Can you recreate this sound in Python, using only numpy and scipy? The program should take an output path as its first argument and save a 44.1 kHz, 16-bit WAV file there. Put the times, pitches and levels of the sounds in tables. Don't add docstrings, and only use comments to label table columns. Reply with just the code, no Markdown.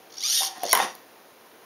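import sys
import numpy as np
from scipy import signal
from scipy.fft import rfft, irfft
from scipy.io import wavfile
from scipy.ndimage import uniform_filter1d

SR = 44100
rng = np.random.default_rng(int(sys.argv[2]) if len(sys.argv) > 2 else 0)


def elevation(decibels):
    levels = np.asarray(decibels, float)
    return 10 ** (levels / 20)


def dump(signal):
    limited = np.clip(np.atleast_2d(signal).T, -1, 1)
    pcm = np.round(limited * 32767).astype(np.int16)
    wavfile.write(sys.argv[1], SR, pcm)


N = 72765
T = np.arange(N) / SR

# t/s, rate of meeting gear teeth f/Hz, level/dB
MOTOR_RUN = [(.085, 382, -79.5), (.105, 468, -53.5), (.176, 777, -41.5), (.215, 938, -36), (.25, 1199, -24),
             (.3, 1409, -24), (.34, 1735, -18), (.368, 1886, -20), (.43, 1766, -25.5), (.472, 1650, -29),
             (.505, 1414, -58.5), (.6, 800, -48.5), (.66, 912.5, -35), (.695, 1114, -30),
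             (.727, 1114, -24.5), (.74, 1104, -51), (.825, 1224, -31.5), (.86, 1159, -41.5)]
# multiple of the tooth rate, level/dB
GEAR_OVERTONES = [(1, -12.5), (2, -2), (3, -1.5), (4, -1), (5, -2), (6, -0.5), (7, 3)]
# f/Hz, width/Hz, level/dB
HOUSING = [(1920, 610, -12.5), (2250, 155, -20.5), (3338, 780, 0.5), (4350, 176.5, -4.5), (4738, 240, 0),
           (5590, 340, 1.5), (6230, 300, -1), (6750, 465, -2)]
# f/Hz, width/Hz, level/dB
HOUSING_TREBLE = [(8600, 750, -0.5), (9580, 490, 0.5), (11250, 2600, -2.5), (13950, 1400, -10.5)]
# t/s, knock level/dB, crack level/dB, cup pitch ratio
HITS = [(.407, -23.5, -60, .98), (0.419, -21.5, -60, 1.16), (.432, -20, -18.5, 1.4),
        (.5803, -41, -37, 0.42), (.6338, -13.5, -16.5, .95), (.6405, -19, -27, .85), (.652, -18, -30, 0.7),
        (0.6946, -43, -22.5, 0.98), (0.7294, -10, 2.5, 1.27), (0.7299, 0, -3.5, 1.27),
        (0.7511, -10.5, -5, 1.25), (0.7736, -13, -14, 1.4), (.787, -18, -24, 1.27),
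        (0.7924, -15.5, -38, 1.3), (.8005, -7, -38, 1.1), (0.9514, -58, -29.5, 1.2),
        (0.9534, -65, -42, 0.96)]
# f/Hz, level/dB, time to fade by 60 dB/s
CUP_TONES = [(355, -21.5, 0.067), (569, -8, 0.046), (700, -3, .03), (778.6, 1.5, 0.034), (1208, -13, 0.052),
             (1607, -3, 0.021), (2422, -2.5, 0.015), (3055, -7.5, 0.012)]
# t/s, level/dB, hollow note of the standing cup f/Hz
SCRAPE = [(.4, -66, 770), (.415, -41, 765), (.49, -50.5, 760), (.545, -44, 749.2), (.63, -47.5, 761),
          (.637, -44.5, 746), (.668, -41, 458), (.69, -45, 613), (.722, -47, 700), (.74, -27, 700),
          (.835, -25.5, 700), (.9, -47, 700), (.99, -62, 700)]
# f/Hz, width/Hz, level/dB
TABLE = [(203.7, 71, -16), (324, 230, -11.5), (560, 590, -8), (739, 47, -5.5), (964, 170, -2.5),
         (1465, 350, -13.5), (1833, 280, -6), (2810, 600, -11), (3620, 600, -17), (6000, 3000, -9),
         (9900, 2200, -10)]
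# f/Hz, level per Hz/dB
AIR_COLOUR = [(30, -36), (120, -16.5), (240, -7), (450, -2.5), (1000, -8), (2400, -14), (5000, -19),
              (15500, -20)]
# f/Hz, level/dB
HUM = [(351, -67), (2340, -76)]

TEETH, TURN_AT_S = 10, .2175
TURN_DEPTH_DB, TOOTH_SCATTER_DB, TOOTH_JITTER = 16, 4.5, .011
STOP_DB_PER_S, BRIGHT_DB_PER_OCTAVE = 185, 8
WHINE_DIRECT_DB, WHINE_TOP_HZ = -5.5, 4600
WHINE_DB, WHINE_DB_PER_OCTAVE, COAST_DB_PER_HZ_S = 3, 9, .002
CRACK_S, CRACK_HZ, CRACK_WIDTH_HZ, CRACK_WIDE_DB = .0007, 10300, 2200, -2
STANDING_DULL_DB = -18
GRAINS_PER_S, GRAIN_SCATTER_DB, LEAN_WIDTH_HZ, LEAN_RUB_DB = 5000, 2.5, 70, -1
FALLEN_AT_S, FALL_S = .722, .01
ROOM_T60_S, ROOM_DB, ROOM_DAMP_HZ = .3, -11, 5640
AIR_DB = -52
NOTCH_HZ, NOTCH_WIDTH_HZ, TOP_HZ, SKEW = 7880, 1500, 15720, .05


def curve(table, col):
    points = np.array(table)
    return np.interp(T, points[:, 0], points[:, col])


def unit(x):
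    return x / np.sqrt(np.mean(x ** 2))


def band(x, hz, width):
    return signal.lfilter(*signal.iirpeak(hz, hz / width, SR), x)


def body(x, peaks):
    out = 0
    for k, (hz, width, db) in enumerate(peaks):
        gain = (-1) ** k * elevation(db) / np.sqrt(width)
        out = out + gain * band(band(x, hz, 1.5 * width), hz, 1.5 * width)
    return out


def walk(rate):
    k = int(SR / rate)
    steps = np.repeat(rng.standard_normal(N // k + 1), k)
    return unit(uniform_filter1d(uniform_filter1d(steps, k), k)[:N])


def gear_whine(hz, phase):
    wobble = np.cumsum(hz * TOOTH_JITTER * walk(200)) / SR
    teeth = 0
    for k, db in GEAR_OVERTONES:
        level = elevation(db + TOOTH_SCATTER_DB * walk(70.17))
        teeth = teeth + level * np.cos(2 * np.pi * k * (phase + wobble))
    teeth = unit(teeth)
    direct = signal.sosfilt(signal.butter(4, WHINE_TOP_HZ, fs=SR, output="sos"), teeth)
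    return unit(body(teeth, HOUSING)) + elevation(WHINE_DIRECT_DB) * direct


def turn_swell(hz, phase):
    turns = (phase - phase[int(TURN_AT_S * SR)]) / TEETH
    turn = np.cos(2 * np.pi * turns) * np.clip(1.7 - hz / 1300, .15, 1)
    swell = elevation(TURN_DEPTH_DB * turn / 2 + 2.6 * walk(90))
    return swell / np.sqrt(uniform_filter1d(swell ** 2, size=1500))


def gear_rasp(hz, swell):
    noise = rng.standard_normal(N) * swell
    scale = np.std(body(rng.standard_normal(N), HOUSING))
    treble = body(noise, HOUSING_TREBLE) * elevation(BRIGHT_DB_PER_OCTAVE * np.log2(hz / 1500))
    return (body(noise, HOUSING) + treble) / scale


def motor():
    hz = curve(MOTOR_RUN, col=1)
    phase = np.cumsum(hz) / SR
    whine = gear_whine(hz, phase)
    swell = turn_swell(hz, phase)
    rasp = gear_rasp(hz, swell)
    slow_db = WHINE_DB_PER_OCTAVE * np.minimum(np.log2(hz / 1250), 0)
    speeding_up = uniform_filter1d(np.gradient(hz) * SR, size=800)
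    coast_db = np.clip(COAST_DB_PER_HZ_S * speeding_up, -16, 0)
    share = elevation(WHINE_DB + slow_db + coast_db)
    stop_db = STOP_DB_PER_S * np.maximum(T - MOTOR_RUN[-1][0], 0)
    level = elevation(curve(MOTOR_RUN, col=2) - stop_db)
    return level * (rasp + share * whine * swell ** 0.32) / np.sqrt(1 + share ** 2)


def cup_ring(ratio, chance, t):
    ring = 0
    for (hz, db, t60), (a, b) in zip(CUP_TONES, chance):
        dull_db = STANDING_DULL_DB * (hz > 1000) * (ratio < 1.1)
        tone = np.sin(2 * np.pi * hz * ratio * (1 + 0.026 * b) * t)
        ring = ring + elevation(db + a + dull_db) * tone * elevation(-60 * t / t60)
    return ring * (1 - np.exp(-t / 0.0012))


def cup_crack(t):
    burst = rng.standard_normal(len(t)) * (t / CRACK_S) * np.exp(1 - t / CRACK_S * 1.3)
    crack = band(burst, CRACK_HZ, CRACK_WIDTH_HZ) * 2 + elevation(CRACK_WIDE_DB) * band(burst, 3800, 11000)
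    return crack / np.sqrt(np.sum(crack ** 2) / (2 * CRACK_S * SR))


def hits():
    out, t = np.zeros(N + SR), np.arange(SR // 4) / SR
    chances = rng.standard_normal((len(HITS), len(CUP_TONES), 2))
    for (s, knock_db, crack_db, ratio), chance in zip(HITS, chances):
        knock = elevation(knock_db) * cup_ring(ratio, chance, t) * 0.55
        crack = elevation(crack_db) * cup_crack(t) * .5
        i = int(s * SR)
        out[i:i + len(t)] += knock + crack
    return out[:N]


def scrape():
    grains = (rng.random(N) < GRAINS_PER_S / SR) * rng.standard_normal(N)
    grains = grains * elevation(GRAIN_SCATTER_DB * walk(110))
    rub = unit(body(grains, TABLE))
    loudness = elevation(3.5 * walk(LEAN_WIDTH_HZ))
    pitch = curve(SCRAPE, col=2) * (1 + .025 * walk(150))
    hollow = loudness * np.cos(2 * np.pi * np.cumsum(pitch) / SR) * np.sqrt(2)
    fallen = np.clip((T - FALLEN_AT_S) / FALL_S, 0, 1)
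    standing_sound = hollow + elevation(LEAN_RUB_DB) * rub
    return elevation(curve(SCRAPE, col=1)) * (fallen * rub + (1 - fallen) * standing_sound)


def room(x):
    t = np.arange(SR // 2) / SR
    tail = rng.standard_normal(len(t)) * elevation(-60 * t / ROOM_T60_S) * (t > .004)
    tail = signal.sosfilt(signal.butter(1, ROOM_DAMP_HZ, fs=SR, output="sos"), tail)
    tail = tail / np.sqrt(np.sum(tail ** 2))
    return elevation(ROOM_DB) * signal.fftconvolve(x, tail)[:N]


def air():
    hz = np.maximum(np.fft.rfftfreq(N, 1 / SR), 1)
    points = np.array(AIR_COLOUR)
    colour = elevation(np.interp(np.log(hz), np.log(points[:, 0]), points[:, 1]))
    hum = sum(elevation(db) * unit(band(rng.standard_normal(N), f, 4)) for f, db in HUM)
    drift_db = .5 * walk(8)
    hiss = unit(irfft(rfft(rng.standard_normal(N)) * colour, N))
    return elevation(AIR_DB + drift_db) * hiss + hum


def scene():
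    near = motor() + hits() + scrape()
    near = signal.sosfilt(signal.butter(2, 170, "high", fs=SR, output="sos"), near)
    return (near + room(near) + air())[None]


def top_cut(x):
    return signal.sosfilt(signal.butter(12, 17160, fs=SR, output="sos"), x)


def record(dry):
    x = np.tanh(1.1 * dry) / 1.1
    lopsided = np.tanh(8 * x) ** 2 / 64
    x = x + SKEW * signal.lfilter(*signal.butter(1, 15, "high", fs=SR), lopsided)
    notch = signal.iirnotch(NOTCH_HZ, NOTCH_HZ / NOTCH_WIDTH_HZ, SR)
    x = signal.lfilter(*notch, signal.lfilter(*notch, x))
    x = signal.sosfilt(signal.ellip(14, .2, 80, TOP_HZ, fs=SR, output="sos"), x)
    return top_cut(x)


dry = scene()
out = record(dry)
dump(out)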